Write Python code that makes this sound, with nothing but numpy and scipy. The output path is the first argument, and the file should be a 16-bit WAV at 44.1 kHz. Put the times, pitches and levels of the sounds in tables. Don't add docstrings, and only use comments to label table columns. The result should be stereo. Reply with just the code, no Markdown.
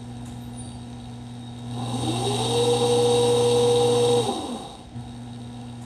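import sys
import numpy as np
from scipy import signal
from scipy.fft import rfft, irfft
from scipy.io import wavfile
from scipy.ndimage import uniform_filter1d

SR = 44100
rng = np.random.default_rng(int(sys.argv[2]) if len(sys.argv) > 2 else 0)


def unload_audio(sound):
    columns = np.transpose(np.atleast_2d(sound))
    steps = np.round(np.clip(columns, -1, 1) * 32767)
    wavfile.write(sys.argv[1], SR, steps.astype(np.int16))


N = 257975
T = np.arange(N) / SR

# (multiple of shaft rate [1], relative level [dB], left minus right [dB])
SHAFT_ORDERS = [(6.96, -14, -1), (14.91, -9, 0), (16, -14, 0), (20.8, -18, 0), (32.74, -17, 0),
                (34.8, -16, 0), (38.17, -11, 0), (40, -3, -4.5), (41.95, -14, 0), (46.9, -12, 1),
                (48, -9, 1), (60, -28, 0), (65.8, -27, 0)]
# (multiple of ripple [1], level at creeping current [dB], left minus right [dB])
HUM_OVERTONES = [(2, -40.5, -2.5), (4, -59, 0), (6, -66, -23), (7, -86, -16), (8, -64.5, -11),
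                 (11, -73, 18.5), (12, -74.5, -16), (13, -78, -3), (14, -71, 2), (15, -73.5, 11)]
# (frequency [Hz], relative level [dB])
GEARBOX_COLOUR = [(40, -35), (85, -11), (180, -12), (255, 2.5), (340, -3.5), (420, -2), (520, 1),
                  (605, -13), (720, 0), (800, 7), (900, -8), (1020, -3), (1160, -15), (1550, -24.5),
                  (3000, -49)]
# (frequency [Hz], width [Hz], relative level [dB])
HOUSING_MODES = [(2762, 203, -7.5), (3188, 16, 0.5), (3277, 117, -5), (3654, 18, -1), (3775, 129, 5),
                 (4437, 193, -7), (5450, 160, -16), (6140, 18, -9.5), (8180, 190, -13.5), (8670, 84, -6.5),
                 (8830, 130, -17.5), (9200, 130, -14)]
# (frequency [Hz], relative level [dB])
HISS_COLOUR = [(600, -21), (1400, -26), (2300, -21), (3200, -17), (4200, -46), (5000, -23.5), (6000, -19.5),
               (7300, -24), (8500, -14), (9600, -19.5), (10400, -32.5), (12000, -26.5), (13000, -80)]
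# (frequency [Hz], relative level [dB])
AIR_COLOUR = [(25, -12.5), (80, -8.5), (160, -3.5), (400, -5.5), (600, -9.5), (770, -0.5), (1100, -19.5),
              (2000, -20), (3700, -23), (8500, -32), (11000, -89)]
# (frequency [Hz], relative level [dB])
LOW_RUMBLE_COLOUR = [(20, -55), (55, 1.5), (90, 1.5), (160, -8), (300, -9), (1000, -61.5)]
# (time [s], relative level [dB], decay [s])
HAND_SCUFFS = [(0.249, -45, 0.066), (1.58, -47, .015), (5.81, -51, 0.064)]
# (frequency [Hz], relative level [dB])
HAND_COLOUR = [(200, -4), (1000, 3), (3000, -5.5), (5500, -12), (7000, 1), (9000, 0), (12000, -12),
               (14000, -26)]
# (start [s], rise [s], fade [dB/s], settled pitch [Hz], opening glide [Hz], level [dB])
THIN_SQUEALS = [(.35, .07, 170, 13250, 0, -58), (.5, .085, 85, 9210, 1100, -43),
                (.55, .1, 60, 4610, 0, -55), (.58, .07, 70, 8540, 0, -54), (1.35, .07, 8, 3755, 0, -50.5)]
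# (frequency [Hz], width [Hz], relative level [dB])
FRAME_MODES = [(241, 11.5, -29), (300, 31, -30), (395, 19, -27), (479, 7.7, -19.5)]
# (time [s], width [s], depth [dB])
SETTLING_DIPS = [(2.652, .016, 9.5), (2.783, 0.033, 10), (2.872, 0.03, 4)]

RUN_UP_S, SWITCH_OFF_S, RESTART_S = 1.6, 4.197, 4.935
CREEP_HZ, FULL_HZ = 71, 480.9
SLOWEST_HZ = 42
RAMP_S, INERTIA_S = .99, .07
BRAKE_HZ, BRAKE_S, FRICTION_HZ_PER_S = 80, .08, 515
SLOTS = 24

RIPPLE_HZ = 120.05
CREEP_HUM_DB, FULL_HUM_DB, OFF_HUM_DB = -39.5, -30.5, -51
PULL_HUM_DB = -37
CUT_DELAY_S, CURRENT_LAG_S = 0.046, 0.027
HUNT_DEPTH, HUNT_PERIOD_S, HUNT_DECAY_S = 3.1, 0.12, 0.07

WHINE_DB, WHINE_DB_PER_OCTAVE, WHINE_LOAD_DB = -37.5, 14, 2.5
FRAME_RING_S = 0.011

GEAR_DB, GEAR_KNEE_HZ, GEAR_STEEPNESS = -31.5, 172.4, 2.77
GEAR_FLARE_DB = 4
BACKLASH_DB, BACKLASH_AFTER_S, BACKLASH_WIDTH_S = 4.5, 0.091, 0.021

BRUSH_DB, BRUSH_DB_PER_OCTAVE, BRUSH_LOAD_DB = -33, 7.5, 3
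BRUSH_EASE_DB_PER_S = 0.5
BRUSH_LAG_S = 0.053
TICK_TOP_HZ = 5000

RUMBLE_DB = -47.5
SWELL_S, SWELL_DB, SWELL_RISE_S, SWELL_DECAY_S = 0.19, 7, 0.081, 0.36

SQUEAL_GLIDE_S, SQUEAL_LENGTH_S = .04, 0.33
SQUEAL_JITTER = .006
TOP_HZ = 13600


def undb(db):
    return 10 ** (np.asarray(db) / 20)


def unit(x):
    return x / np.sqrt(np.mean(x ** 2))


def walk(rate):
    hold = max(int(SR / rate), 2)
    steps = np.repeat(rng.standard_normal(N)[:N // hold + 1], hold)
    smooth = uniform_filter1d(uniform_filter1d(steps, hold), hold)
    return unit(smooth[:N])


def lag(x, seconds):
    keep = np.exp(-1 / (seconds * SR))
    return x[0] + signal.lfilter([1 - keep], [1, -keep], x - x[0])


def bump(s, width):
    return np.exp(-((T - s) / width) ** 2)


def response(points, modes=()):
    f = np.arange(4097) * SR / 8192 + 1
    hz, db = np.transpose(points)
    power = undb(np.interp(np.log(f), np.log(hz), db)) ** 2
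    for centre, width, peak_db in modes:
        power = power + (undb(peak_db) / (1 + ((f - centre) / width) ** 2)) ** 2
    return np.sqrt(power)


def ring(x, gain):
    cepstrum = irfft(np.log(gain))
    half = len(cepstrum) // 2
    cepstrum[1:half] *= 2
    cepstrum[half + 1:] = 0
    impulse = irfft(np.exp(rfft(cepstrum)))[:half]
    return signal.fftconvolve(x, impulse[None] / np.linalg.norm(impulse), axes=1)[:, :N]


def stereo_noise(side_db):
    mid, side = rng.standard_normal((2, N))
    return unit(mid + undb(side_db) * side * np.array([[1], [-1]]))


def tone(phase, pan_db=0, lead=0):
    sides = np.array([[1], [-1]]) / 2
    return np.sqrt(2) * np.sin(phase + lead * sides) * undb(pan_db * sides)


def from_left(x, lead_ms):
    f = np.arange(N // 2 + 1) * SR / N
    delay = np.exp(-2j * np.pi * f * lead_ms / 1000)
    return np.array([x[0], irfft(rfft(x[1]) * delay, N)])


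def echo(x, t60, side_db):
    decay = undb(-60 * T[:SR] / t60) * (T[:SR] > .003)
    tail = stereo_noise(side_db)[:, :SR] * decay
    return signal.fftconvolve(x[None], tail / np.sqrt(np.sum(tail ** 2) / 2), axes=1)[:, :N]


def motor_speed():
    ramp = np.sin(np.pi / 2 * np.clip((T - RUN_UP_S) / RAMP_S, 0, 1))
    driven = lag(CREEP_HZ + (FULL_HZ - CREEP_HZ) * ramp, INERTIA_S)
    off = np.maximum(T - SWITCH_OFF_S, 0)
    coasting = driven - BRAKE_HZ * (1 - np.exp(-off / BRAKE_S)) - FRICTION_HZ_PER_S * off
    restarted = np.interp(T, [RESTART_S, RESTART_S + INERTIA_S], [SLOWEST_HZ, CREEP_HZ])
    return np.maximum(coasting, restarted)


def motor_current(slot_hz):
    speed = np.clip((slot_hz - CREEP_HZ) / (FULL_HZ - CREEP_HZ), 0, 1)
    pull = np.maximum(np.gradient(speed), 0)
    running = undb(CREEP_HUM_DB) * (1 - speed) + undb(FULL_HUM_DB) * speed
    running = running + undb(PULL_HUM_DB) * pull / pull.max()
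    age = np.maximum(T - RESTART_S, 0)
    hunt = 1 + HUNT_DEPTH * np.exp(-age / HUNT_DECAY_S) * np.sin(2 * np.pi * age / HUNT_PERIOD_S)
    powered = (T < SWITCH_OFF_S + CUT_DELAY_S) | (T > RESTART_S)
    current = lag(running * hunt * powered, CURRENT_LAG_S)
    return np.maximum(current, undb(OFF_HUM_DB)) / undb(FULL_HUM_DB)


def hum(hum_db):
    phase = 2 * np.pi * RIPPLE_HZ * T
    drive_db = hum_db - hum_db[0]
    overtone_db = np.minimum(.9 * drive_db, .55 * drive_db) + .6 * walk(12)
    out = tone(phase, pan_db=-1, lead=-0.0043) * undb(hum_db - 0.54)
    for k, db, pan_db in HUM_OVERTONES:
        wander = rng.uniform(0, 2 * np.pi) + 0.32 * walk(45)
        out = out + tone(k * phase + wander, pan_db, lead=-0.1) * undb(db + overtone_db)
    return out


def whine_level(slot_hz, current):
    power = undb(WHINE_DB + WHINE_DB_PER_OCTAVE * np.log2(slot_hz / FULL_HZ)) ** 2
    for hz, width, db in FRAME_MODES:
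        power = power + (undb(db) / (1 + ((slot_hz - hz) / width) ** 2)) ** 2
    dips_db = sum(depth_db * bump(s, width) for s, width, depth_db in SETTLING_DIPS)
    level_db = 20 * np.log10(lag(np.sqrt(power), FRAME_RING_S))
    return level_db + WHINE_LOAD_DB * (current - 1) - dips_db


def whine(slot_hz, slot_turns, whine_db, gear_db):
    phase = 2 * np.pi * slot_turns
    out = tone(phase, pan_db=2.0, lead=-0.37) * undb(whine_db + 0.23 * walk(8.9))
    speed = slot_hz / slot_hz.max()
    for k, db, pan_db in SHAFT_ORDERS:
        body_db = np.interp(k * slot_hz / SLOTS, *np.transpose(GEARBOX_COLOUR))
        body_db = np.minimum(body_db - body_db[speed.argmax()], GEAR_FLARE_DB)
        flutter = undb(db - .5 + gear_db + body_db + 2.5 * walk(15)) * speed
        wander = 0.65 * walk(15) + rng.uniform(0, 2 * np.pi)
        out = out + tone(phase * k / SLOTS + wander, pan_db, lead=0.78) * flutter
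    blur = np.clip((1 - speed) / .1, 0, 1) * .7
    tail = echo(out.mean(axis=0) * blur, t60=.4, side_db=-12)
    return out * np.sqrt(1 - blur ** 2) + tail


def gear_level(slot_hz):
    by_speed = -20 * np.log10(1 + (GEAR_KNEE_HZ / slot_hz) ** GEAR_STEEPNESS)
    return GEAR_DB + by_speed + BACKLASH_DB * bump(SWITCH_OFF_S + BACKLASH_AFTER_S, BACKLASH_WIDTH_S)


def gearbox(slot_hz, slot_turns, gear_db):
    rub = stereo_noise(side_db=-9.0) * undb(1.4 * walk(45))
    rumble = from_left(ring(rub, response(GEARBOX_COLOUR)), lead_ms=0.043)
    phase = 2 * np.pi * slot_turns
    growl = unit(walk(170) * np.cos(phase) + walk(170) * np.sin(phase))
    growl = growl * np.sqrt(slot_hz / slot_hz.max())
    return (rumble * undb(0.58) + growl * undb(-6.5)) * undb(gear_db)


def brush_level(slot_hz, current):
    speed = slot_hz / FULL_HZ
    mid_run = (RUN_UP_S + RAMP_S + SWITCH_OFF_S) / 2
    ease = BRUSH_EASE_DB_PER_S * (T - mid_run) * speed ** 2
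    load = BRUSH_LOAD_DB * (lag(current, BRUSH_LAG_S) - 1)
    return BRUSH_DB + BRUSH_DB_PER_OCTAVE * np.log2(speed) + load - ease


def brushes(slot_hz, slot_turns, brush_db):
    bar = slot_turns.astype(int)
    strength = undb(3.5 * np.clip(rng.standard_normal(N), -2, 1.2))[bar]
    since = slot_turns % 1 / slot_hz
    tick = strength * np.exp(-since / 0.0011) / np.sqrt(slot_hz)
    contact = unit(unit(tick) * stereo_noise(side_db=-4) + 0.66 * stereo_noise(side_db=-7.5))
    contact = unit(contact + undb(-2) * echo(contact.mean(axis=0), t60=0.4, side_db=-6.5))
    sliding = unit(contact + 0.81 * stereo_noise(side_db=-6)) * undb(0.46 * walk(24.83))
    low_modes = [m for m in HOUSING_MODES if m[0] < TICK_TOP_HZ]
    high_modes = [m for m in HOUSING_MODES if m[0] >= TICK_TOP_HZ]
    floor = [(100, -70), (14000, -76.0)]  # (frequency [Hz], relative level [dB])
    knock = ring(contact * undb(1.07 * walk(40)), response(floor, low_modes))
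    hiss = ring(sliding, response(HISS_COLOUR, high_modes))
    return from_left(knock * undb(1.36) + hiss * undb(-1.5), lead_ms=0.019) * undb(brush_db)


def background():
    age = np.maximum(T - SWELL_S, 0)
    swell = np.minimum(age / SWELL_RISE_S, np.exp((SWELL_RISE_S - age) / SWELL_DECAY_S))
    rumble_db = RUMBLE_DB + SWELL_DB * swell
    air = ring(stereo_noise(side_db=-4), response(AIR_COLOUR)) * undb(-47.0 + 0.18 * walk(2.36))
    rumble = ring(stereo_noise(side_db=-35), response(LOW_RUMBLE_COLOUR))
    return air + rumble * undb(rumble_db + 1.2 * walk(5))


def pendant():
    swell = 0
    for s, db, decay in HAND_SCUFFS:
        age = np.maximum(T - s, 0)
        swell = swell + undb(db + 2) * np.minimum(age / .012, 1) * np.exp(-age / decay)
    rub = stereo_noise(side_db=-3.5) * swell * undb(1.9 * walk(200))
    return ring(rub, response(HAND_COLOUR))


def squeal():
    out = 0
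    for s, rise, fade_db, hz, glide_hz, db in THIN_SQUEALS:
        age = np.maximum(T - s, 0)
        pitch = hz + glide_hz * np.exp(-age / SQUEAL_GLIDE_S)
        phase = 2 * np.pi * np.cumsum(pitch * (1 + SQUEAL_JITTER * walk(700))) / SR
        swell = np.clip(np.minimum(age, SQUEAL_LENGTH_S - age) / rise, 0, 1) ** 2
        level_db = db - fade_db * np.maximum(age - rise, 0) + 2 * walk(60.5)
        out = out + np.sin(phase) * undb(level_db) * swell
    return out + undb(-3) * echo(out, t60=.35, side_db=-1)


def scene():
    slot_hz = motor_speed()
    slot_turns = np.cumsum(slot_hz) / SR
    current = motor_current(slot_hz)
    hum_db = FULL_HUM_DB + 20 * np.log10(current)
    whine_db = whine_level(slot_hz, current)
    gear_db = gear_level(slot_hz)
    brush_db = brush_level(slot_hz, current)
    drive = hum(hum_db) + whine(slot_hz, slot_turns, whine_db, gear_db)
    drive = drive + gearbox(slot_hz, slot_turns, gear_db) + brushes(slot_hz, slot_turns, brush_db)
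    return drive + background() + pendant() + squeal()


def record(dry):
    low_pass = signal.ellip(8, .1, 60, TOP_HZ, fs=SR, output="sos")
    return signal.sosfiltfilt(low_pass, dry)


dry = scene()
out = record(dry)
unload_audio(out)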